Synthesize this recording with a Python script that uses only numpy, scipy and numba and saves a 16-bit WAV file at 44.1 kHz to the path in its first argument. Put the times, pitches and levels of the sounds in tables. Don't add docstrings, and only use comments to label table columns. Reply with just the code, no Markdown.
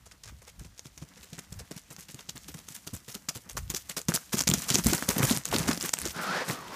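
import sys
import numpy as np
from scipy import signal
from scipy.fft import rfft, irfft
from scipy.io import wavfile
from scipy.ndimage import uniform_filter1d
from numba import njit

SR = 44100
rng = np.random.default_rng(int(sys.argv[2]) if len(sys.argv) > 2 else 0)


def invert_db(level):
    return 10 ** (np.asarray(level, dtype=float) / 20)


def store_pcm(level_fs):
    pcm = np.round(np.clip(level_fs, -1, 1) * 32767).astype(np.int16)
    wavfile.write(sys.argv[1], SR, np.atleast_2d(pcm).T)


N = 297918
T = np.arange(N) / SR

# (time [s], nominal crunch level [dB], crush level re crunch [dB], rise [s], fade [s])
CRUNCHES = [(0.0553, -45.5, -8.5, 0.0044, 0.019), (0.1112, -46.5, -8, 0.0051, 0.013),
            (0.2335, -44.5, -11, 0.0032, 0.036), (0.275, -43.5, -8, 0.0042, 0.007),
            (0.415, -50, -12, 0.0083, 0.019), (0.4656, -47, -5.5, 0.012, 0.023),
            (0.5912, -45, -13, 0.0031, 0.029), (0.643, -47.5, -3.5, 0.0043, 0.013),
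            (0.7763, -46.5, -10, 0.0092, 0.013), (0.85, -46, -9, 0.007, 0.016),
            (0.974, -43.5, -13, 0.006, 0.015), (1.012, -48.5, -4.5, 0.0061, 0.023),
            (1.1678, -44, -9, 0.0068, 0.01), (1.226, -43, -8, 0.005, 0.02),
            (1.3284, -44, -6.5, 0.0028, 0.019), (1.377, -40, -5.5, 0.014, 0.007),
            (1.522, -45, -8, 0.006, 0.012), (1.5892, -40, -4, 0.0095, 0.013),
            (1.7092, -37, -6.5, 0.0071, 0.015), (1.762, -36.5, -16, 0.0052, 0.017),
            (1.9025, -37.5, -13, 0.0098, 0.015), (1.98, -43, -13, 0.0059, 0.035),
            (2.084, -41, -15, 0.0035, 0.023), (2.1411, -47, -4.5, 0.0073, 0.021),
            (2.18, -45.5, -6.5, 0.014, 0.02), (2.289, -35, -17, 0.0057, 0.0081),
            (2.3538, -38.5, -4.5, 0.022, 0.0065), (2.4792, -38, -9, 0.0029, 0.022),
            (2.5409, -37.5, -5.5, 0.0031, 0.0071), (2.572, -37.5, -11.5, 0.013, 0.0084),
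            (2.6828, -42, -3.5, 0.0039, 0.0056), (2.697, -41.5, -13, 0.017, 0.013),
            (2.7426, -38, -20, 0.0071, 0.018), (2.866, -33, -7.5, 0.011, 0.0082),
            (2.9317, -36.5, -15, 0.0035, 0.025), (3.078, -37.5, -10.5, 0.0053, 0.032),
            (3.141, -37.5, -8.5, 0.0069, 0.015), (3.285, -33.5, -3, 0.0042, 0.0089),
            (3.3468, -34.5, -5, 0.0083, 0.015), (3.4916, -37.5, -2, 0.0048, 0.012),
            (3.5663, -32, -6.5, 0.0064, 0.013), (3.6961, -32.5, -7, 0.0028, 0.024),
            (3.738, -32, -13.0, 0.0073, 0.028), (3.8904, -30, -12, 0.011, 0.012),
            (3.9647, -29, -6, 0.0064, 0.017), (4.0129, -53, 3, 0.004, 0.0083),
            (4.083, -26.5, -6, 0.0033, 0.019), (4.138, -24, -9, 0.006, 0.02),
            (4.2024, -54, -8, 0.022, 0.035), (4.322, -25, -6, 0.014, 0.015),
            (4.3663, -25, -15, 0.012, 0.016), (4.406, -24.5, -5.5, 0.0052, 0.0037),
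            (4.4309, -49, -8.0, 0.008, 0.0046), (4.471, -18.5, -11, 0.0032, 0.009),
            (4.498, -32, -3.5, 0.017, 0.0057), (4.535, -23, -11, 0.0019, 0.0065),
            (4.598, -42, -9, 0.021, 0.089), (4.684, -22.5, -11, 0.017, 0.018),
            (4.738, -23, -19, 0.0086, 0.013), (4.7811, -30, -6, 0.0075, 0.0081),
            (4.838, -29.5, -23, 0.0051, 0.007), (4.861, -25, -5, 0.0034, 0.027),
            (4.929, -24, 0, 0.0034, 0.032), (5.0191, -44, -12, 0.0094, 0.0048),
            (5.0814, -22.5, -4, 0.0087, 0.033), (5.1556, -36, 5.5, 0.0098, 0.0036),
            (5.1794, -27, -1, 0.015, 0.0073), (5.2234, -21, -1, 0.0067, 0.018),
            (5.262, -35.5, -9, 0.034, 0.03), (5.295, -29, -3, 0.012, 0.03),
            (5.449, -29, -11.0, 0.0029, 0.0094), (5.4726, -39, -5, 0.007, 0.015),
            (5.509, -35.5, -10, 0.011, 0.011), (5.526, -28, 4.5, 0.017, 0.01),
            (5.5595, -29, 4.5, 0.0043, 0.0031), (5.578, -33.5, -1.5, 0.022, 0.023),
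            (5.674, -24.5, 0.5, 0.01, 0.014), (5.702, -37, -6, 0.013, 0.013),
            (5.755, -39, -5, 0.022, 0.0064), (5.7993, -35, -16, 0.023, 0.012),
            (5.8396, -32, -6, 0.02, 0.0042), (5.8746, -39, -7, 0.01, 0.01),
            (5.9326, -20.5, -9, 0.0059, 0.0029), (5.9787, -37.5, 2, 0.0049, 0.011),
            (5.9954, -37.5, -22, 0.012, 0.032), (6.0457, -29, -0.5, 0.015, 0.0078),
            (6.0951, -41, -8, 0.015, 0.01), (6.4607, -33, -3, 0.047, 0.021)]
# (frequency [Hz], density [dB per Hz])
CRUST_SPECTRUM = [(880, -15), (1500, -11.5), (2560, -6.5), (4160, -6), (6240, -1.5), (7390, -1.5),
                  (9100, -4.5), (14600, -2.5), (15500, -27), (16000, -25)]


def unit(x):
    return x / np.sqrt(np.mean(x ** 2))


def colour(x, points):
    hz, db = np.transpose(points)
    grid_hz = np.maximum(np.arange(2049) * SR / 4096, 1)
    gain_db = np.interp(np.log(grid_hz), np.log(hz), db, left=db[0] - 38.0, right=db[-1] - 15)
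    cepstrum = irfft(gain_db * np.log(10) / 20)
    cepstrum[1:2048] *= 2
    cepstrum[2049:] = 0
    impulse = irfft(np.exp(rfft(cepstrum)))
    return unit(signal.fftconvolve(x, impulse)[:N])


def curve(table):
    s, *columns = np.transpose(table)
    return [np.interp(T, s, column) for column in columns]


def swells(table):
    gains = 0
    for s, *db, length_s in table:
        bell = np.exp(-((T - s) / (.5 * length_s)) ** 2)
        gains = gains + np.outer(invert_db(np.array(db)), bell)
    return gains


def walk(rate_hz):
    hold = int(SR / rate_hz)
    steps = np.repeat(rng.standard_normal(N // hold + 1), hold)
    return unit(uniform_filter1d(steps, hold)[:N])


@njit
def svf(x, hz, width_hz):
    y, band, low = np.empty(len(x)), 0., 0.
    for i in range(len(x)):
        g = np.tan(np.pi * hz[i] / SR)
        k = width_hz / hz[i]
        v = (band + g * (x[i] - low)) / (1 + g * (g + k))
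        band = 2 * v - band
        low = low + 2 * g * v
        y[i] = k * v
    return y


def grains(rate_hz, spread_db, bed, flicker_db=2.0):
    out = 0
    for hz in 150 * 2 ** np.arange(0, 6.8, .75):
        size_db = spread_db * np.minimum(rng.exponential(size=N), 3.5)
        hits = rng.random(N) < rate_hz / SR
        clicks = hits * rng.standard_normal(N) * invert_db(size_db)
        drive = unit(clicks) + bed * rng.standard_normal(N)
        band = svf(drive, np.full(N, hz), 0.65 * hz)
        out = out + invert_db(flicker_db * walk(50)) * band
    return out


def add(out, s, sound):
    i = max(int(s * SR), 0)
    out[i:i + len(sound)] += sound[:N - i]


def hush():
    # (frequency [Hz], density [dB per Hz])
    spectrum = [(59, -31), (100, -9), (200, -10), (433, -15), (4110, -17.5), (6150, -20), (14700, -25),
                (16000, -35)]
    return invert_db(-66) * colour(rng.standard_normal(N), spectrum)


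def wind():
    # (mid time [s], nominal level [dB], length [s])
    puffs = [(.05, -56, 0.19), (.32, -48.5, 0.11), (.63, -47.5, 0.16), (1.02, -59, .08),
             (1.57, -42.5, 0.11), (2.36, -57, .15), (2.52, -55, 0.068), (2.95, -48, 0.077),
             (3.64, -38.5, 0.17), (4.1, -44, 0.063), (4.34, -51, 0.071), (4.51, -43, .15),
             (4.87, -27.5, 0.065), (5.1, -45, 0.092), (5.27, -46, 0.16), (5.62, -41, 0.22),
             (6.06, -41, 0.09)]
    # (frequency [Hz], density [dB per Hz])
    spectrum = [(20, -18), (35, -13), (58, -6.5), (90, -12.5), (160, -23.5), (300, -42)]
    breeze_db = -63
    flutter_db = 1.5 * walk(25)
    gain = invert_db(breeze_db) + swells(puffs)[0]
    return colour(rng.standard_normal(N), spectrum) * invert_db(flutter_db) * gain


def trickle():
    # (time [s], nominal crumb level [dB], nominal low scrape level [dB])
    loose_ice = [(0, -70, -68.5), (.9, -65, -69.5), (1.2, -60, -62.5), (2.2, -60, -63.5), (2.8, -56.5, -65),
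                 (3.1, -60.5, -64.5), (4.05, -60.5, -65.5), (4.45, -54, -56), (4.65, -43.5, -50.5),
                 (5.36, -61, -58), (5.41, -56.5, -60), (5.9, -49, -54.5), (6.1, -53.5, -50),
                 (6.76, -53, -55.5)]
    # (mid time [s], nominal crumb level [dB], nominal scrape level [dB], length [s])
    skids = [(4.4, -50, -41, 0.048), (4.57, -38.5, -49, 0.086), (4.77, -40, -45.5, .1),
             (4.9, -37.5, -45, 0.078), (5.02, -46, -48, 0.2), (5.19, -42, -37, 0.067),
             (5.28, -32.5, -36.5, 0.11), (5.36, -39.5, -40.5, 0.075), (5.6, -42.5, -36.5, .16),
             (5.72, -38.5, -38.5, 0.088), (5.85, -39.5, -42, 0.067), (6.07, -43.5, -44.5, 0.083),
             (6.2, -47.5, -53, 0.1), (6.37, -56, -48.5, .2), (6.52, -44, -47, 0.064)]
    # (frequency [Hz], density [dB per Hz])
    scrape_spectrum = [(100, -7), (180, 10), (400, -9), (1000, -7.5), (2000, -7.5), (3000, -23)]
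    crumbs_gain, scrape_gain = invert_db(np.array(curve(loose_ice))) + swells(skids)
    crumbs = colour(grains(rate_hz=300., spread_db=4.5, bed=0.87), CRUST_SPECTRUM) * invert_db(2.2 * walk(40))
    scrape = colour(grains(rate_hz=240.0, spread_db=3., bed=0.89), scrape_spectrum) * invert_db(3.67 * walk(30))
    return crumbs_gain * crumbs + scrape_gain * scrape


def crunches():
    # (frequency [Hz], density [dB per Hz])
    crush_spectrum = [(250, -30.5), (400, 6), (800, -1), (1500, 0.5), (2500, -7.5), (4000, -12.5)]
    crust_load, crush_load, t = np.zeros(N), np.zeros(N), T[:SR // 3]
    for s, db, crush_db, rise_s, fade_s in CRUNCHES:
        swell = 0.096 + 0.62 * np.minimum(t / max(rise_s, .001), 1) ** 1.03
        release = np.exp(-(np.maximum(t - rise_s, 0) / max(fade_s, .002)) ** 1.04)
        load = swell * release
        add(crust_load, s, invert_db(db) * load)
        add(crush_load, s, invert_db(db + crush_db) * load)
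    stutter = invert_db(2.14 * walk(160))
    crust_grains = grains(rate_hz=700., spread_db=2.5, bed=0.78, flicker_db=4.)
    crust = crust_load * invert_db(2.84 * walk(300)) * colour(crust_grains, CRUST_SPECTRUM)
    crush_grains = grains(rate_hz=400., spread_db=5.0, bed=0.67, flicker_db=4.)
    crush = crush_load * invert_db(1.36 * walk(120)) * colour(crush_grains, crush_spectrum)
    return stutter * (crust + crush)


def small_plates():
    over_crunch_db, scatter_db = 4, 2.5
    centre_hz, spread_octaves = 6400, 0.28
    crunch = np.repeat(np.array(CRUNCHES), 2, axis=0)
    when = rng.random(len(crunch))
    size, pitch = rng.standard_normal((len(crunch), 2)).T
    s = crunch[:, 0] + when * (crunch[:, 3] + 1.5 * crunch[:, 4])
    db = crunch[:, 1] + over_crunch_db + scatter_db * size
    hz = centre_hz * 2 ** (spread_octaves * pitch)
    return list(zip(s, db, hz))


def snaps():
    # (time [s], nominal level [dB], ring [Hz])
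    large_plates = [(0.794, -26, 6500), (0.9772, -27.5, 6560), (1.3902, -27, 6660), (1.717, -32, 5430),
                    (1.9645, -29, 6300), (2.145, -27, 6700), (2.2965, -26, 6850), (2.3784, -26, 7500),
                    (2.6874, -25, 6460), (2.9658, -28, 7300), (3.2881, -19, 7700), (3.4974, -25.5, 6200),
                    (3.7017, -16, 6600), (3.7476, -13.5, 6200), (3.8975, -20, 7710), (3.9733, -20, 5200),
                    (4.0163, -23.5, 7150), (4.0853, -11.5, 6250), (4.12, -20, 1550), (4.16, -11, 5300),
                    (4.163, -13.5, 6900), (4.1744, -23, 1530), (4.3846, -12.5, 7540), (4.3917, -9, 6760),
                    (4.4057, -11, 5990), (4.4103, -14, 7300), (4.4209, -14.5, 7000), (4.4373, -20, 6200),
                    (4.479, -6, 6500), (4.4888, -6, 7260), (4.5005, -7, 7200), (4.514, -13, 3330),
                    (4.5385, -2.5, 6740), (4.6201, -16.5, 7800), (4.7028, -7, 7400), (4.7444, -6.5, 7670),
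                    (4.7555, -1.5, 6400), (4.7856, -12, 7350), (4.8445, -14.5, 12600), (4.8682, -5.5, 7800),
                    (4.9338, -10, 8050), (5.0248, -17.5, 1650), (5.0888, -6.5, 10600), (5.182, -10, 12620),
                    (5.252, -11, 11100), (5.297, -14, 3600), (5.311, -15, 4200), (5.3736, -11.5, 9300),
                    (5.4546, -12, 6730), (5.4878, -24, 6800), (5.5162, -22.5, 2970), (5.5276, -15, 860),
                    (5.5638, -12.5, 4470), (5.585, -11.5, 9100), (5.6313, -24, 5170), (5.6386, -27, 2710),
                    (5.6828, -20, 1500), (5.7314, -17, 5000), (5.7759, -20, 5430), (5.8104, -16, 5400),
                    (5.8266, -14.5, 7000), (5.8926, -14.5, 7240), (5.9386, -7, 7840), (5.9709, -28.5, 2800),
                    (5.988, -15.5, 8200), (6.0166, -13, 10100), (6.0842, -22, 6420), (6.4988, -18, 2100),
                    (6.5112, -22.5, 4310), (6.682, -30.5, 3100)]
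    out, t = np.zeros(N), T[:SR // 100]
    plates = list(large_plates) + small_plates()
    noises = rng.standard_normal((len(plates), len(t)))
    for (s, db, hz), noise in zip(plates, noises):
        ring = np.sin(2 * np.pi * hz * t) * np.exp(-t * np.sqrt(hz) / .03)
        tick = noise * (0.48 * np.exp(-t / 0.000098) + 0.19 * np.exp(-t / 0.0022))
        add(out, s, invert_db(db) * (1.23 * ring + tick))
    return out


def thumps():
    # (time near the peak [s], nominal level [dB], nominal pitch [Hz])
    landings = [(0.325, -47, 110), (.615, -39.5, 104), (0.654, -44, 158), (.86, -41, 139),
                (.976, -45.5, 150), (1.023, -34.5, 151), (1.17, -51.5, 177), (1.331, -38, 162),
                (1.384, -38, 159), (1.524, -36.5, 113), (1.713, -35, 160), (1.766, -40, 159),
                (1.909, -39, 140), (1.985, -41.5, 161), (2.094, -37, 165), (2.145, -36.5, 139),
                (2.292, -39.5, 161), (2.356, -38.5, 123), (2.491, -39, 164), (2.551, -36, 160),
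                (2.708, -43.5, 158), (2.873, -36, 164), (2.935, -29.5, 101), (3.085, -42, 129),
                (3.156, -36, 205), (3.29, -36, 167), (3.361, -35, 118), (3.553, -37, 96), (3.575, -43, 113),
                (3.703, -32, 165), (3.744, -34.5, 380), (3.901, -40, 172), (3.973, -35, 177),
                (4.091, -18, 174), (4.145, -29, 200), (4.343, -23, 208), (4.372, -34, 161),
                (4.413, -31.5, 269), (4.475, -24.5, 188), (4.495, -21.5, 188), (4.518, -21, 151),
                (4.54, -18.5, 209), (4.579, -31, 158), (4.71, -25, 144), (4.747, -24, 253),
                (4.762, -26, 364), (4.79, -21.5, 183), (4.865, -13, 213), (4.897, -22, 96),
                (4.929, -21, 330), (4.949, -29.5, 165), (5.027, -31.5, 282), (5.092, -19.5, 185),
                (5.168, -22.5, 207), (5.188, -24, 191), (5.204, -20, 146), (5.237, -15, 134),
                (5.313, -13.5, 233), (5.336, -28, 124), (5.372, -29.5, 150), (5.542, -24, 155),
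                (5.554, -20.5, 235), (5.571, -33, 199), (5.606, -26, 152), (5.692, -17, 249),
                (5.777, -34.5, 285), (5.841, -35, 330), (6.062, -29, 344), (6.166, -33.5, 153),
                (6.223, -38, 226), (6.482, -33, 170), (6.499, -22, 197), (6.531, -39, 255),
                (6.612, -41, 161)]
    # (frequency [Hz], density [dB per Hz])
    slump_spectrum = [(60, -24), (110, -0.5), (200, 3), (330, -5.5), (500, -12), (800, -21), (1500, -25)]
    out, load, t = np.zeros(N), np.zeros(N), T[:SR // 4]
    for (s, db, hz), (sign, over) in zip(landings, rng.random((len(landings), 2))):
        t60_s = np.clip(10 / hz, 0.045, 0.058)
        attack = np.minimum(t / 0.0034, 1)
        decay = invert_db(db) * attack * 1000 ** (-np.maximum(t - .004, 0) / t60_s)
        phase = 2 * np.pi * hz * t * (1.03 - 1.7 * t)
        ring = np.sin(phase) + 0.25 * np.sin((1.418 + 0.79 * over) * phase)
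        add(out, s - .005, 1.074 * np.sign(sign - .5) * decay * ring)
        add(load, s - .005, decay ** 0.71 * invert_db(0.31 * db))
    return out + 0.47 * load * colour(rng.standard_normal(N), slump_spectrum)


def huff():
    # (time [s], nominal level [dB], mouth resonance [Hz], resonance share [0-1])
    breaths = [(6.12, -44, 1400, .4), (6.18, -37, 1450, 0.57), (6.29, -34, 1300, 0.9),
               (6.37, -31.5, 1710, 0.62), (6.42, -32.5, 1820, 0.54), (6.46, -40, 1520, 0.16),
               (6.51, -39.5, 1290, 0.25), (6.58, -43, 1150, 0.8), (6.68, -47.5, 950, 0.6),
               (6.76, -38.5, 1080, .4)]
    # (frequency [Hz], density [dB per Hz])
    hiss_spectrum = [(120, -38), (200, -11), (748, -3), (1510, -2.5), (2460, -11), (5260, -12.5),
                     (15000, -42)]
    db, hz, share = curve(breaths)
    fade = np.clip((T - breaths[0][0]) / 0.039, 0, 1)
    airy = unit(svf(rng.standard_normal(N), hz, 105.0))
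    whistle = np.sin(2 * np.pi * np.cumsum(hz + 60 * walk(150)) / SR)
    mouth = .95 * airy + .9 * whistle * share
    throat = invert_db(-8.5 + 3.5 * walk(25)) * unit(svf(rng.standard_normal(N), 0.31 * hz, 290.0))
    hiss = colour(rng.standard_normal(N), hiss_spectrum)
    return fade * invert_db(db + 0.87 * walk(60)) * (share * mouth + throat + 0.71 * hiss)


def dull(dog):
    # (time [s], share lost [0-1])
    dulling = [(0, 0.78), (3.5, 0.16), (4.75, 0.35), (4.9, 0), (5.4, 0.4), (6.76, 0.28)]
    sheen = signal.filtfilt(*signal.butter(2, 9500, "high", fs=SR), dog)
    return dog - np.clip(curve(dulling)[0], 0, 1) * sheen


def trunk_scatter(dog):
    t = T[:SR // 4]
    trunks = rng.standard_normal(len(t)) * 1000 ** (-t / .2) * (t > .004)
    trunks = trunks / np.sqrt(np.sum(trunks ** 2))
    return invert_db(-16.5) * signal.fftconvolve(dog, trunks)[:N]


def scene():
    dog = dull(crunches() + thumps() + snaps() + trickle() + huff())
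    return (dog + trunk_scatter(dog) + wind() + hush())[None]


def top_cut(x):
    return signal.sosfilt(signal.butter(12, 16610, fs=SR, output="sos"), x)


def record(dry):
    x = signal.sosfilt(signal.butter(2, 55, "high", fs=SR, output="sos"), dry)
    x = .75 * np.tanh(x / .75)
    x = signal.sosfilt(signal.ellip(10, .2, 50, 15350, fs=SR, output="sos"), x)
    return top_cut(x)


dry = scene()
out = record(dry)
store_pcm(out)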